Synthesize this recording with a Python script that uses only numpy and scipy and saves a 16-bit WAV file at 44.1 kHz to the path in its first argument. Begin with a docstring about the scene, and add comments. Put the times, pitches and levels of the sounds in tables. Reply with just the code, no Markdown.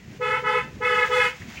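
"""Inside a car on a wet road: it overtakes lorries and sounds its two-tone horn in two double blasts.
Each horn is a sum of partials; delayed copies return from lorries and roadside, raised in pitch from
ahead and lowered from behind, and a decaying noise tail gives the far echo.
Under it: engine throb from wandering sines, rumble and wet-tyre hiss from coloured noise,
and a few bumps and a short rattle from noise swells."""
import sys
import numpy as np
from scipy import signal
from scipy.fft import rfft, irfft
from scipy.io import wavfile
from scipy.ndimage import uniform_filter1d

SR = 44100
rng = np.random.default_rng(int(sys.argv[2]) if len(sys.argv) > 2 else 0)


def wav_out(sig):
    """Save sig, one row per channel (or a flat mono array), as 16-bit PCM at SR to the path in sys.argv[1]."""
    wavfile.write(sys.argv[1], SR, np.round(np.clip(np.atleast_2d(sig).T, -1, 1) * 32767).astype(np.int16))


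N = 70560
SPEED_M_S = 5.6  # car past the reflecting surfaces


def undb(db):
    """Amplitude ratio of a level in dB."""
    return 10 ** (np.asarray(db) / 20)


def curve(rows, at):
    """Straight lines through (x, y) rows."""
    x, y = np.array(rows, float).T
    return np.interp(at, x, y)


def walk(rate_hz):
    """Smooth random signal, spread near 1: held steps at rate_hz, averaged twice."""
    step_len = max(int(SR / rate_hz), 1)
    steps = np.repeat(rng.standard_normal(N // step_len + 3), step_len)
    smooth = uniform_filter1d(uniform_filter1d(steps, step_len), step_len)
    return np.sqrt(2) * smooth[step_len:step_len + N]


def noise(colour):
    """Gaussian noise of rms 1, shaped by (f/Hz, level/dB) rows joined over log frequency."""
    hz, db = np.array(colour, float).T
    bin_hz = np.maximum(np.arange(N // 2 + 1) * SR / N, 1)
    gain = undb(np.interp(np.log(bin_hz), np.log(hz), db))
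    shaped = irfft(rfft(rng.standard_normal(N)) * gain, N)
    return shaped / shaped.std()


def engine(t, wander=0.016, flutter_db=3.0):
    """Low engine orders: their pitches wander together, each level flutters on its own."""
    # engine orders: f/Hz, level/dB before the level curve
    orders = [(80, -63.5), (108, -62), (137, -52), (163, -63.5), (192, -62), (222, -60.5)]
    # engine level: t/s, level/dB
    level_curve = [(0, -1), (.3, 3), (.7, 3), (1.0, -4.5), (1.6, -10.5)]
    warped_s = np.cumsum(1 + wander * walk(10)) / SR
    lines = np.zeros(N)
    for hz, db in orders:
        gain = undb(db + flutter_db * walk(18.1))
        lines += gain * np.sin(2 * np.pi * (hz * warped_s + rng.random()))
    return np.sqrt(2) * lines * undb(curve(level_curve, t))


def road(t, rumble_db=-46, rumble_flutter_db=2.5, spray_flutter_db=1.4):
    """Road rumble through the body plus tyre hiss on wet tarmac, both fluttering noise."""
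    # rumble colour: f/Hz, relative density/dB per Hz
    rumble_colour = [(20, -28), (35, -19), (60, 1.5), (120, 1), (230, -1), (350, -7), (600, -16.5),
                     (1200, -31), (3000, -48)]
    # hiss colour: f/Hz, relative density/dB per Hz
    hiss_colour = [(300, -17), (700, -1.5), (1300, -3.5), (2000, 4), (2800, -1.5), (4000, -8), (6800, -8.5),
                   (8500, -20.5), (13500, -30.5), (15300, -18), (16000, -10)]
    # hiss level: t/s, level/dB
    hiss_level = [(0, -52), (.4, -49.5), (.78, -51), (1.0, -41.5), (1.15, -39.5), (1.3, -44), (1.42, -46),
                  (1.48, -45), (1.6, -42)]
    rumble = noise(rumble_colour) * undb(rumble_db + rumble_flutter_db * walk(20))
    hiss = noise(hiss_colour) * undb(curve(hiss_level, t) + spray_flutter_db * walk(60.3))
    return rumble + hiss


def horn(t, partials, pitch_column, count):
    """A buzzing diaphragm and its trumpet: partials build up on each press and ring out after it."""
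    # blasts: start/s, end/s, level/dB, low horn f/Hz, high horn f/Hz, treble/dB
    blasts = np.array([(0.196, 0.36, -1.5, 427.8, 493.5, -1), (.423, .584, 0, 426.9, 494.9, -1.5),
                       (0.799, 1.03, -0.4, 425.6, 494.5, 0.5), (1.088, 1.257, 0, 427.1, 495.9, 6)])
    attack_s, release_s = 0.0068, 0.021
    bloom = 4  # upper partials arrive later
    waver, jitter = 0.001014, 0.0014  # slow and fast pitch spread, fraction of f
    treble_hz = 3270  # middle of the treble shelf
    tremor_db, tremor_hz = 1.88, 70.13  # shake of each partial's level

    latest = np.clip(np.searchsorted(blasts[:, 0], t) - 1, 0, len(blasts) - 1)
    row = blasts[latest].T
    start_s, level_db, treble_db = row[0], row[2], row[5]
    drive = np.zeros(N)
    for start, end in blasts[:, :2]:
        onset = 1 - np.exp(-np.maximum(t - start, 0) / attack_s)
        drive += onset * np.exp(-np.maximum(t - end, 0) / release_s)
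    rise = 1 - np.exp(-np.maximum(t - start_s, 0) / attack_s)

    hz = row[pitch_column] * (1 + waver * walk(30.2) + jitter * walk(700))
    phase = 2 * np.pi * (np.cumsum(hz) / SR + rng.random())
    out = np.zeros(N)
    for k in range(1, count + 1):
        shelf = 1 / (1 + (treble_hz / (k * hz[0])) ** 4)
        partial_db = curve(partials, k) + level_db + shelf * treble_db
        gain = undb(partial_db) * drive * rise ** (bloom * (k - 1))
        gain = uniform_filter1d(gain, size=128)  # no clicks between blasts
        gain = gain * undb(tremor_db * walk(tremor_hz))
        out += gain * np.sin(k * phase + 2 * np.pi * rng.random())
    return np.sqrt(2) * out


def echo(x, t, abreast_s, side_m):
    """Sound thrown back by a surface that the car passes; the changing path shifts its pitch."""
    distance_m = np.hypot(SPEED_M_S * (t - abreast_s), side_m)
    source_sample = (t - 2 * distance_m / 343) * SR  # there and back at 343 m/s
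    return np.interp(source_sample, np.arange(N), x) * 3 / np.maximum(distance_m, 2)  # gain 1 at 3 m


def horns(t):
    """Both horns, direct and by way of lorries, roadside and hillside."""
    # low horn partials: multiple of f, level/dB before blast level; gaps are interpolated
    low_partials = [(1, -32), (2, -33.5), (3, -26.5), (4, -31), (5, -29), (6, -33.5), (7, -41.5), (8, -43),
                    (9, -56), (11, -56.5), (14, -62.5), (17, -65.5), (24, -68), (36, -89)]
    # high horn partials: multiple of f, level/dB before blast level; gaps are interpolated
    high_partials = [(1, -26), (2, -36), (3, -37.5), (4, -32.5), (5, -51), (6, -41), (7, -48.5), (8, -59.5),
                     (12, -67.5), (15, -63.5), (22, -86.5), (31, -75)]
    # large surfaces passed: abreast t/s, sideways distance/m, echo level at 3 m/dB
    surfaces = [(0, 2.2, -20.5), (0.93, 1.5, -10.5), (1.03, 1.2, -10.5), (2.4, 1.5, -8), (3.5, 2.4, -9)]
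    direct_db = -4
    beam_hz = 710  # lower sound spreads evenly and comes back weakly
    scatter_db, scatter_reach_m, scatter_side_m = -12.5, 8, 3.2
    far_db, far_t60_s = -20.5, 0.54

    both = horn(t, low_partials, 3, count=36) + horn(t, high_partials, 4, count=31)
    beam = signal.sosfilt(signal.butter(2, beam_hz, "high", fs=SR, output="sos"), both)
    out = undb(direct_db) * both
    for abreast_s, side_m, db in surfaces:
        out += undb(db) * echo(beam, t, abreast_s, side_m)
    # 14 small scatterers at random places along the road
    for along, side in rng.random(size=(14, 2)):
        abreast_s = t[-1] / 2 + (2 * along - 1) * scatter_reach_m / SPEED_M_S
        out += undb(scatter_db) * echo(beam, t, abreast_s, scatter_side_m * (.5 + side))
    tail = rng.standard_normal(N) * undb(-60 * t / far_t60_s)
    far = signal.fftconvolve(out, tail / np.linalg.norm(tail))[:N]
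    return out + undb(far_db) * far


def knocks(t, rows, skirt_db=-26):
    """Short swells of noise, each in one resonance of the body."""
    out = np.zeros(N)
    for centre_s, spread_s, hz, db in rows:
        colour = [(hz / 4, 2 * skirt_db), (hz / 2, skirt_db), (hz, 0),
                  (hz * 2, skirt_db), (hz * 16, 4 * skirt_db)]
        swell = np.exp(-.5 * ((t - centre_s) / spread_s) ** 2)
        out += undb(db) * noise(colour) * swell
    return out


def scene():
    """Engine and road, the horns over them, then bumps and rattles."""
    # bumps through the body: centre t/s, Gaussian spread/s, f/Hz, level/dB
    bumps = [(1.421, 0.014, 85, -40), (1.425, 0.021, 207, -44), (1.481, 0.022, 223, -44)]
    # rattles: centre t/s, Gaussian spread/s, f/Hz, level/dB
    rattles = [(1.423, 0.0046, 1880, -43), (1.58, 0.009, 2560, -38.5), (1.583, .016, 2400, -45.5)]
    t = np.arange(N) / SR
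    cabin = engine(t) + road(t)
    shocks = knocks(t, bumps, skirt_db=-21) + knocks(t, rattles, skirt_db=-38)
    return (cabin + horns(t) + shocks)[None]


def record(dry):
    """Steep elliptic low-pass that cuts the top."""
    top_hz = 15800
    return signal.sosfilt(signal.ellip(10, .2, 80, top_hz, fs=SR, output="sos"), dry)


dry = scene()
out = record(dry)
wav_out(out)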